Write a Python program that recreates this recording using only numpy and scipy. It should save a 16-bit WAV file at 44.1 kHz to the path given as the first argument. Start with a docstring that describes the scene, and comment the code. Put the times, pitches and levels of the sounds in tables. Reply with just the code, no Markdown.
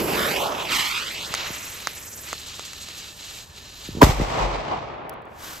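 """Firecracker on a night road

A firecracker with a burning fuse is lifted close by, thrown down the road and bounces to rest, hissing.
The jet, coloured noise, reaches the microphone directly and off asphalt and arm; each knock rings the case.
The bang, chirped pressure fronts, overloads the microphone and rolls back, ever duller, as fading noise from
far walls and trees, with thumps and a low boom. Embers tick, a sleeve swishes, far traffic lies beneath."""
import sys
import numpy as np
from scipy import signal
from scipy.fft import rfft, irfft, next_fast_len
from scipy.io import wavfile
from scipy.ndimage import uniform_filter1d, map_coordinates

SR = 44100
rng = np.random.default_rng(int(sys.argv[2]) if len(sys.argv) > 2 else 0)


def persist_wave(psi):
    """Save psi, clipped to +-1, as 16-bit WAV."""
    counts = np.round(np.clip(psi, -1, 1) * 32767).astype(np.int16)
    wavfile.write(sys.argv[1], SR, np.atleast_2d(counts).T)


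N = 246959


def from_db(db):
    """Amplitude from decibels."""
    return 10 ** (np.asarray(db) / 20)


def rms_one(x):
    """Scales to an RMS of 1."""
    return x / np.sqrt(np.mean(x ** 2) + 1e-20)


def in_time(rows):
    """Straight lines between rows whose first column is t/s, one curve per further column."""
    s, *columns = np.transpose(rows)
    return [np.interp(np.arange(N) / SR, s, column) for column in columns]


def at_hz(points, hz):
    """Reads a table over f/Hz, with straight lines on a log scale of pitch."""
    points_hz, values = np.array(points)[:, 0], np.array(points)[:, 1]
    return np.interp(np.log(hz + 1), np.log(points_hz + 1), values)


def low_pass(order, hz):
    """Filter sections that keep what lies below a frequency."""
    return signal.butter(order, hz, fs=SR, output="sos")


def drift(rate_hz):
    """Random wander of spread 1, made at every 40th sample."""
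    r = np.exp(-80 * np.pi * rate_hz / SR)
    slow = signal.lfilter([1], [1, -2 * r, r * r], rng.standard_normal(N // 40 + 2002))[2000:]
    return np.interp(np.arange(N) / 40, np.arange(len(slow)), rms_one(slow))


def panned(db):
    """Left and right gains for a level difference in dB, left minus right."""
    return from_db(np.array([db / 2, -db / 2]))


def swell(s, db, rise_db, fall_db):
    """A gain that climbs to its peak at time s and falls away, in dB per second."""
    t = np.arange(N) / SR - s
    return from_db(db - np.maximum(-t * rise_db, t * fall_db))


def add(out, s, sound):
    """Mixes a short sound in at time s."""
    i = round(s * SR)
    out[:, i:i + sound.shape[-1]] += sound[..., :N - i]


# phase between left and right: f/Hz, left lead/rad
LEFT_LEAD = [(300, 0), (1000, -1.5), (1400, -1), (2300, 0), (3000, -.8), (6800, -.4), (8100, .7), (9000, 3),
             (11000, 0), (12800, 0), (13300, 3), (16000, 3.3)]


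def side_phase(hz):
    """Phase turn of left and right, half the lead each way."""
    return np.exp(.5j * np.outer([1, -1], at_hz(LEFT_LEAD, hz)))


# how alike left and right are in a wide noise: f/Hz, shared share of the power (0-1)
SIDE_LIKENESS = [(60, 0.78), (110, 0.98), (200, 0.88), (380, 0.79), (700, 0.76), (1290, 0.044),
                 (2380, 0.75), (4400, 0.96), (8120, 0.53), (15000, 0.59)]


def noise(spectrum, alike=1):
    """Coloured noise, left and right: a shared part, shifted in phase between them, plus a part of each."""
    size = next_fast_len(N)
    hz = np.arange(size // 2 + 1) * SR / size
    shared, *own = rfft(rng.standard_normal((3, size)))
    like = np.clip(alike * at_hz(SIDE_LIKENESS, hz), 0, 1)
    both = np.sqrt(like) * shared * side_phase(hz) + np.sqrt(1 - like) * np.array(own)
    return rms_one(irfft(both * from_db(at_hz(spectrum, hz)), size)[:, :N])


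def chirped(gain, turns):
    """A pressure front whose lows lag by a set number of cycles, left and right; peak 1."""
    hz = np.arange(4097) * SR / 8192 + 1
    lag = np.exp(-2j * np.pi * turns * np.log(hz / 30))
    front = irfft(gain(hz) * lag * side_phase(hz), 8192)
    return front / np.max(np.abs(front))


# far traffic behind the road: f/Hz, relative level/dB per Hz
TRAFFIC_COLOUR = [(15, -45), (25, 0), (77, 10), (506, -13), (575, -12), (642, -11), (1550, -13), (1790, 1),
                  (2000, -28.5), (2600, -51), (4400, -120)]
TRAFFIC_DB = -51


def night():
    """Far traffic as a bed of low noise that wavers slightly."""
    return from_db(TRAFFIC_DB + 0.82 * drift(8.0)) * noise(TRAFFIC_COLOUR)


# cloth near the microphone: f/Hz, relative level/dB per Hz
CLOTH_COLOUR = [(710, -2.5), (1200, 3.5), (2510, -4.5), (2920, -2.5), (8250, -6.5), (9190, -11),
                (9600, -86), (10000, -33), (10700, -7), (13400, -6), (14500, -24), (15000, 0), (16000, -27)]
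SWISH_S, SWISH_HOLD_S = 5.44, 0.088
SWISH_DB, SWISH_RISE_DB_PER_S, SWISH_FALL_DB_PER_S = -37, 216, 96


def sleeve():
    """Cloth brushing near the microphone: noise that swells, holds and fades."""
    t = np.arange(N) / SR - SWISH_S
    rise_db = SWISH_RISE_DB_PER_S * np.minimum(t, 0)
    fall_db = SWISH_FALL_DB_PER_S * np.maximum(t - SWISH_HOLD_S, 0)
    return from_db(SWISH_DB + rise_db - fall_db + 1.0 * drift(60)) * noise(CLOTH_COLOUR)


# falling embers: t/s, peak level/dB, left minus right/dB
EMBER_TICKS = [(5.095, -22, 6), (5.1277, -51, 10), (5.138, -46, -9), (5.22, -52, 8), (5.254, -53, 12)]


def embers():
    """Falling embers tick: tiny bursts of bright noise that die within 11 ms."""
    out, t = np.zeros((2, N)), np.arange(600) / SR
    bright = signal.butter(2, 4500, "high", fs=SR, output="sos")
    grits = rng.standard_normal((len(EMBER_TICKS), len(t)))
    for (s, db, pan), grit in zip(EMBER_TICKS, grits):
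        tick = signal.sosfilt(bright, grit * from_db(-60 * t / 0.011))
        add(out, s, from_db(db) * tick / np.max(np.abs(tick)) * panned(pan)[:, None])
    return out


# swells of the low boom: t/s, level before its waver/dB, rise/dB per s, fall/dB per s
BOOM_SWELLS = [(4.12, -33, 600, 12), (4.25, -31, 54.5, 120), (4.435, -25, 406, 85)]
BOOM_HZ, SAG_HZ_PER_S, BOOM_END_S = 50, 11, 4.62


def boom():
    """A low hum after the bang, in three swells, that sags in pitch."""
    now = np.arange(N) / SR
    first, *later = BOOM_SWELLS
    hz = BOOM_HZ - SAG_HZ_PER_S * np.clip(now - first[0], 0, 1)
    level = sum(swell(*row) for row in later) + swell(*first) * (now < later[0][0])
    level = uniform_filter1d(level * (now < BOOM_END_S), size=1200) * from_db(2.0 * drift(15))
    phase = 2 * np.pi * np.cumsum(hz) / SR + [[.2], [-.2]]   # it comes from one side
    return np.sqrt(2) * level * np.sin(phase) * panned(1.1)[:, None]


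# dull thumps: t/s, peak level before the waver/dB, top f/Hz, lag/cycles
THUMP_FRONTS = [(1.307, -31, 350, 0.47), (1.503, -28, 900, 0.89), (3.886, -26.5, 405, 1.3),
                (3.876, -37, 149, 5.6), (3.95, -26.5, 377, 0.7), (3.971, -22, 450, 0.48),
                (3.983, -22, 350, 0.46), (4.003, -26, 436, 0.73), (4.067, -14.5, 500, 0.97),
                (4.092, -8.5, 123, 0.63), (4.186, -25, 300, 0.76), (4.197, -14.5, 520, 1.2),
                (4.216, -13.5, 330, 0.69), (4.379, -38, 500, 1)]


def thumps():
    """Soft low fronts that fall in pitch and waver in strength."""
    out = np.zeros((2, N))
    for s, db, top_hz, turns in THUMP_FRONTS:
        def gain(hz):
            return (hz / 70) ** 2 / (1 + (hz / 70) ** 2.34) / (1 + (hz / top_hz) ** 4)
        add(out, s, from_db(db) * chirped(gain, turns))
    return out * from_db([2.5 * drift(90), 2.5 * drift(95)])


# echoes off far walls and trees, before waver and air loss:
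# t/s, body level/dB, rumble level/dB, treble level/dB, rise/dB per s, fall/dB per s
FAR_ECHOES = [(4.028, -7.5, -36, -13, 2002.5, 1000), (4.115, -24.5, -29.5, -28, 14, 198),
              (4.217, -29.5, -49, -35, 311, 86), (4.389, -22, -33.5, -30.5, 85, 50.5),
              (4.729, -31.5, -52, -47, 266, 205), (4.8, -48, -44.5, -48.5, 41.5, 56),
              (5.02, -34.5, -60, -73, 49, 29)]
# echoes that come back narrowed to the middle range: t/s, level before waver/dB, rise/dB per s, fall/dB per s
MIDDLE_ECHOES = [(4.35, -39, 300, 210), (4.39, -33, 306, 250), (4.46, -33, 300, 105),
                 (4.725, -26, 550, 303), (4.744, -34, 900, 599), (4.83, -40, 200, 200)]
# colours of the echoes: f/Hz, relative level/dB per Hz; the bang borrows body and treble
BODY_COLOUR = [(71, -48), (120, -13.5), (398, -6), (499, -4.5), (773, -2), (1120, -5.5), (1570, -15),
               (2490, -19), (3500, -27), (4550, -38.5), (7700, -120)]
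RUMBLE_COLOUR = [(15, -47), (25, -21), (48, -4), (87, -5.5), (134, 0.5), (250, -18.5), (320, -34),
                 (550, -120)]
TREBLE_COLOUR = [(1180, -26), (2000, 4), (2570, 0.5), (8250, -3), (9170, -14.5), (9780, -90.5),
                 (10300, -12), (12100, -1.5), (13300, -10), (14000, -36)]
MIDDLE_COLOUR = [(450, -29), (700, 9), (900, 11), (1200, 5.5), (1600, -53)]
ROLL_S = 4.03   # the echo sets in
AIR_DB_PER_S = 19.5   # multiplied by (f / 5 kHz) squared less a half


def roll():
    """Scattered echoes of the bang; air eats the treble the farther it travels."""
    body, rumble, sheen = [sum(swell(row[0], row[k], *row[4:]) for row in FAR_ECHOES) for k in range(1, 4)]
    since = np.maximum(np.arange(N) / SR - ROLL_S, 0)
    rest, treble = noise(TREBLE_COLOUR, alike=0.29), 0
    for edge_hz in (11100, 7660, 5900, 4600, 3400):   # peel off bands from the top
        below = signal.sosfiltfilt(low_pass(3, edge_hz), rest)
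        air_db = -AIR_DB_PER_S * ((edge_hz / 5000) ** 2 - 0.5) * since
        treble = treble + from_db(air_db) * (rest - below)
        rest = below
    lumps = from_db(1.06 * drift(66) + 1.0 * drift(8.7))
    echo = body * lumps * noise(BODY_COLOUR, alike=0.51) + rumble * noise(RUMBLE_COLOUR)
    middle = sum(swell(*row) for row in MIDDLE_ECHOES)
    echo += middle * from_db(1.9 * drift(40)) * noise(MIDDLE_COLOUR, alike=0.83)
    echo += sheen * lumps * (treble + rest)
    return echo * np.clip(since / 0.0028, 0, 1)


# knocks on the asphalt: t/s, peak level before panning/dB, left minus right/dB, brightness/dB per octave
KNOCKS = [(1.3384, -6.5, -3, -0.2), (1.3475, -16, 5, 11), (1.87, -4, -4, 1), (2.328, -9.5, -4, -1.4),
          (2.533, -30, -4, 5), (2.593, -17, -3, 0), (2.731, -21.5, 5, 3), (2.885, -24.5, -5, 0.5)]
# modes of the cardboard case: f/Hz, relative level before brightness and chance/dB, t60/s
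CASE_MODES = [(375, -15.5, 0.0096), (710, 11.5, 0.0045), (1238, 11.5, 0.0056), (2040, 3, 0.0062),
              (4760, -3.5, 0.0078), (6420, 5.5, 0.0059), (7730, 18, 0.0035), (12400, -14, 0.005)]
# grit crushed under each knock, its level relative to the modes before brightness
GRIT_DB, GRIT_T60_S, GRIT_TOP_HZ = 16.5, 0.0047, 6900


def knocks():
    """Each bounce presses within 2.4 ms, sets the short modes of the case ringing and crushes grit."""
    out, t = np.zeros((2, N)), np.arange(1500) / SR
    press = np.clip((t - .0008) / .0016, 0, 1) ** 3
    lucks_db = rng.normal(0, 0.39, (len(KNOCKS), len(CASE_MODES)))
    for (s, db, pan, tilt), luck_db in zip(KNOCKS, lucks_db):
        ring = 0
        for (hz, level_db, t60), chance_db in zip(CASE_MODES, luck_db):
            mode_db = level_db + tilt * np.log2(hz / 2000) + chance_db - 60 * t / t60
            ring = ring + from_db(mode_db) * np.sin(2 * np.pi * hz * t)
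        grit = signal.sosfilt(low_pass(2, GRIT_TOP_HZ), rng.standard_normal(len(t)))
        knock = press * (ring + from_db(GRIT_DB + 1.9 * tilt - 60 * t / GRIT_T60_S) * grit)
        add(out, s, from_db(db) * knock / np.max(np.abs(knock)) * panned(pan)[:, None])
    return out


# turns of the tumbling case: first swing t/s, last swing t/s, time per turn/s, boost/dB, delay of the sizzle/s
TUMBLE_TURNS = [(1.375, 1.48, .047, 3, .005), (1.516, 1.81, .047, 7, .024), (1.9, 2.28, .0525, 7.5, .025),
                (2.4, 2.58, .08, 5, 0), (2.657, 3.0, .162, 7, .008)]


def swings(t, width_s, delayed):
    """Boost in dB, before each band's share, as the jet sweeps past the microphone once a turn."""
    boost_db = 0
    for first, last, turn, db, lag in TUMBLE_TURNS:
        for s in np.arange(first, last, turn):
            boost_db = boost_db + db * np.exp(-.5 * ((t - s - delayed * lag) / width_s) ** 2)
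    return boost_db


# colours of the jet: f/Hz, relative level/dB per Hz
HISS_COLOUR = [(650, -28.5), (1100, -9.5), (1260, -4.5), (1560, -6), (1980, -3), (2700, -0.5), (5000, -8.5),
               (6500, -23.5), (11000, -120)]
ROAR_COLOUR = [(240, -29.5), (400, -13.5), (583, -1), (676, -4.5), (964, 1), (1500, -5.5), (1950, -20.5),
               (3300, -120)]   # low part of the flame
SIZZLE_COLOUR = [(2650, -10), (4500, -3), (5080, -2.5), (5900, 0), (8110, 1), (8670, -1.5), (9300, -60.5),
                 (12100, -62.5), (20500, -120)]
TOP_COLOUR = [(6000, -141), (10200, -10.5), (11000, 10), (12000, 8), (13300, 8), (14000, -11), (14400, -8),
              (15100, 12), (16000, -43)]   # thin top
FLAME_COLOUR = [(15, -62), (25, -30), (40, -28.5), (54, -5.5), (91, -15), (150, -6), (450, -0.5),
                (580, -16.5), (990, -120)]   # rumble of the flame
HOLLOW_COLOUR = [(3400, -16.5), (3800, -5.5), (4200, -5), (4480, -12.5), (4800, -9), (5500, -8.5),
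                 (6100, -8), (6350, -23), (6700, -0.5), (7200, -24.5), (8000, -66)]   # fuse hole, heard once the case is far off
# Levels below come before sputter, falters, swings and the mix with the bounces.
# jet as it is lifted, thrown and comes to rest: t/s, hiss level/dB, treble over the hiss/dB
JET_LEVELS = [(0, -36, -4), (.07, -34.5, -3), (.2, -25.5, -9), (.3, -28, -6), (.43, -31.5, -4.5),
              (.55, -30, -14.5), (.64, -35, -6.5), (.675, -30.5, -13.5), (.715, -29.5, -5),
              (.73, -25, -4.5), (.76, -23.5, -4.5), (.82, -25.5, -6), (1.0, -29, -8.5), (1.22, -33, -7.5),
              (1.32, -34.5, -5), (1.44, -33.5, -8.5), (1.74, -43, 1.5), (1.86, -40.5, -4.5),
              (2.0, -45.5, 1.5), (2.16, -51, 8), (2.35, -41, -2), (3.0, -42.5, -0.5), (3.35, -43.5, 3.5),
              (3.66, -47, -2.5), (3.85, -43.5, 0), (4.0, -48, -1)]
# low part of the flame, loud only close by: t/s, roar level/dB, rumble level/dB
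FLAME_LEVELS = [(0, -29.5, -29.5), (.08, -26, -28.5), (.2, -22, -30), (.43, -25.5, -38.5), (.6, -33, -43),
                (.76, -33, -40), (.9, -38, -49), (1.08, -40, -51.5), (1.25, -47.5, -52.5),
                (1.44, -40.5, -53), (1.65, -55, -60.5), (2.2, -58.5, -61), (3.9, -56, -63.5),
                (4.0, -46, -35.5)]
# thin top: t/s, level over the sizzle/dB
TOP_LEVELS = [(0, 4.5), (.5, -2.5), (1.1, -7.5), (1.7, -2.5), (2.25, -3), (2.45, -10.5), (4.0, -9)]
# fuse hole: t/s, level over the hiss/dB
HOLLOW_LEVELS = [(1.0, -27), (1.4, 1), (1.7, 0.5), (2.4, -3), (4.0, 0)]
# the fuse falters: t/s, length/s, depth/dB, depth in the treble/dB
FUSE_FALTERS = [(3.144, 0.018, 10, 4), (3.461, 0.066, 9.5, 7)]
DROP_S, RECOVER_S = 0.042, 0.035
# the jet spits: t/s, boost in hiss and sizzle/dB
JET_SPITS = [(.195, 3), (.732, 3), (.765, 3), (.915, 5), (.953, 5), (1.0, 4), (1.1, 3)]
SPIT_S = 0.0011   # half width
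# bounce off the asphalt while lifted and thrown: t/s, extra path/ms, strength (0-1)
ROAD_BOUNCE = [(0, .4, .3), (.13, .38, .55), (.19, .57, .5), (.24, .57, .8), (.28, .54, .8),
               (.32, .44, .85), (.36, .38, .85), (.41, .32, .8), (.44, .31, .5), (.52, .31, .45),
               (.56, .31, .55), (.64, .31, .55), (.68, .38, .5), (.72, .68, .5), (.76, 1.0, .6),
               (.8, 1.0, .6), (.85, .965, .6), (.92, .87, .8), (.96, .81, .85), (1.0, .74, .75),
               (1.04, .64, .7), (1.08, .585, .7), (1.12, .49, .5), (1.16, .41, .6), (1.2, .31, .7),
               (1.24, .255, .7), (1.27, .16, .65), (1.31, .09, .6), (1.339, .03, .6)]
# hops along the road: take-off t/s, landing t/s, extra path at the top/ms
ROAD_HOPS = [(1.339, 1.87, .085), (1.87, 2.329, .1)]
# bounce off the arm that swings the case away: t/s, extra path/ms, strength (0-1)
ARM_BOUNCE = [(.41, .28, 0), (.44, .24, .6), (.48, .175, .7), (.55, .135, .65), (.61, .125, .5),
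              (.655, .11, 0)]
ASPHALT_HZ = 5500   # the rough road scatters what lies above
LYING_MS, LYING_STRENGTH = 0.24, 0.4   # a second, steady bounce while the case is down on the road
TOP_FLARE_S, SIZZLE_FLARE_S = .008, .012   # half width of a swing
SIZZLE_SWING, SIZZLE_REST_DB = 1.25, -3   # share of the swing, level between swings after landing
TIP_SWING = .035   # share by which a hop's extra path shortens per dB of swing
NEAR_PAN_DB, FAR_PAN_DB, FLIGHT_S = -2.5, -1, (0.9, 1.2)   # left minus right, before and after the flight


def burning_jet(t, flare_db, late_flare_db):
    """Turbulent gas from the fuse as six bands of noise that sputter, spit and falter."""
    (hiss_db, treble_db), (roar_db, rumble_db) = in_time(JET_LEVELS), in_time(FLAME_LEVELS)
    falter_db = 0
    for s, length, *depths_db in FUSE_FALTERS:
        dip = np.interp(t - s, [-DROP_S, 0, length, length + RECOVER_S], [0, 1, 1, 0])
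        falter_db = falter_db + np.outer(depths_db, dip)
    sizzle_db = hiss_db + treble_db - falter_db[1]
    hiss_db = hiss_db - falter_db[0]
    top_db = sizzle_db + in_time(TOP_LEVELS)[0]
    sizzle_db = sizzle_db + SIZZLE_REST_DB * (t > ROAD_HOPS[0][0]) + SIZZLE_SWING * late_flare_db
    spit_db = sum(db * np.exp(-.5 * ((t - s) / SPIT_S) ** 2) for s, db in JET_SPITS)
    sputter_db = spit_db + 0.85 * drift(21) + 1.0 * drift(100)
    jet = from_db(hiss_db + 0.07 * late_flare_db + sputter_db + 1.5 * drift(35)) * noise(HISS_COLOUR)
    jet += from_db(roar_db + 0.22 * sputter_db) * noise(ROAR_COLOUR)
    jet += from_db(sizzle_db + sputter_db) * noise(SIZZLE_COLOUR)
    jet += from_db(top_db + 0.85 * flare_db + 0.43 * sputter_db + 1.3 * drift(30)) * noise(TOP_COLOUR)
    jet += from_db(rumble_db + .5 * sputter_db) * noise(FLAME_COLOUR)
    jet += from_db(hiss_db + in_time(HOLLOW_LEVELS)[0] + sputter_db) * noise(HOLLOW_COLOUR)
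    return jet


def fuse():
    """The jet heard directly and off road and arm, where the delays cut notches that move with the path."""
    samples = np.arange(N)
    t = samples / SR
    flare_db = swings(t, TOP_FLARE_S, False)
    jet = burning_jet(t, flare_db, swings(t, SIZZLE_FLARE_S, True))
    path_ms, strength = in_time(ROAD_BOUNCE)
    arcs = np.array([np.clip(4 * (t - up) * (down - t) / (down - up) ** 2, 0, 1) for up, down, _ in ROAD_HOPS])
    path_ms = path_ms + np.transpose(ROAD_HOPS)[2] @ arcs * (1 - TIP_SWING * flare_db)
    path_ms = path_ms * (1 + .018 * drift(30))   # the flame tip wavers
    strength = strength * (t < ROAD_HOPS[-1][1])
    lying = LYING_STRENGTH * (1 - arcs.sum(axis=0)) ** 2 * np.interp(t, FLIGHT_S, [0, 1])
    late = samples - np.outer([.99, 1.01], path_ms) / 1000 * SR   # slightly different paths left and right
    dulled = signal.sosfiltfilt(low_pass(2, ASPHALT_HZ), jet)
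    off_road = np.array([map_coordinates(side, [when], order=3) for side, when in zip(dulled, late)])
    arm_ms, arm = in_time(ARM_BOUNCE)
    arm_late = samples - arm_ms / 1000 * SR
    off_arm = np.array([map_coordinates(side, [arm_late], order=3) for side in dulled])
    off_road_lying = np.roll(dulled, round(LYING_MS / 1000 * SR), axis=1)
    heard = jet + arm * off_arm + strength * off_road * [[.88], [1.1]] + lying * off_road_lying
    heard = heard / np.sqrt(1 + strength ** 2 + lying ** 2 + arm ** 2)
    pan_db = np.interp(t, FLIGHT_S, [NEAR_PAN_DB, FAR_PAN_DB])
    return heard * panned(pan_db) * (t < TONE_SWELL[0])   # the jet ends as the bang's tone peaks


# fronts, direct and off the nearest surfaces, before the microphone overloads:
# t/s, peak level/dB, lag/cycles, bottom f/Hz, top f/Hz, crackle level/dB
BLAST_FRONTS = [(4.0207, 1.5, 1.3, 170, 2200, -22), (4.0282, 3, 1.25, 25, 9000, -4)]
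# colour of the fronts: f/Hz, relative level/dB per Hz
BLAST_COLOUR = [(20, -31), (45, 8), (90, 4), (160, 0.5), (280, 2.5), (500, -3), (1000, -13), (2000, -17),
                (4000, -70), (9000, -66), (16000, -56)]
CRACKLE_T60_S = .008
# rough tone around the first front: t/s, level/dB, rise/dB per s, fall/dB per s
TONE_SWELL = (4.0186, 3, 4200, 1800)
TONE_HZ, GRAIN_DB, ROUGH_DB = 980, -18, -10   # grain and roughness relative to the tone


def bang():
    """Blast fronts trailed by a few ms of crackle; a rough 1 kHz tone swells just before and into the first."""
    out, t = np.zeros((2, N)), np.arange(2000) / SR
    for s, db, turns, bottom_hz, top_hz, crackle_db in BLAST_FRONTS:
        def gain(hz):
            return from_db(at_hz(BLAST_COLOUR, hz)) / (1 + (hz / top_hz) ** 4) / (1 + (bottom_hz / hz) ** 4)
        add(out, s, from_db(db) * chirped(gain, turns))
        crackle = signal.lfilter([.6], [1, -.3], rng.standard_normal((2, len(t))))
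        add(out, s, from_db(crackle_db - 60 * t / CRACKLE_T60_S) * crackle)
    since = np.arange(N) / SR - TONE_SWELL[0]
    tone = np.cos(2 * np.pi * TONE_HZ * since + np.angle(side_phase(np.array([TONE_HZ]))))
    rough = from_db(ROUGH_DB) * noise(BODY_COLOUR)
    grain = from_db(GRAIN_DB) * noise(TREBLE_COLOUR)
    return out + swell(*TONE_SWELL) * (tone + rough + grain)


def scene():
    """Everything that reaches the microphone by the road."""
    far = night()
    return far + fuse() + knocks() + bang() + boom() + thumps() + roll() + embers() + sleeve()


def record(dry):
    """The overloaded microphone clips flat, then the top is cut at 16.6 kHz."""
    top_cut = signal.cheby2(16, 70, 16600, fs=SR, output="sos")
    return signal.sosfilt(top_cut, np.clip(dry, -.98, .98))


dry = scene()
out = record(dry)
persist_wave(out)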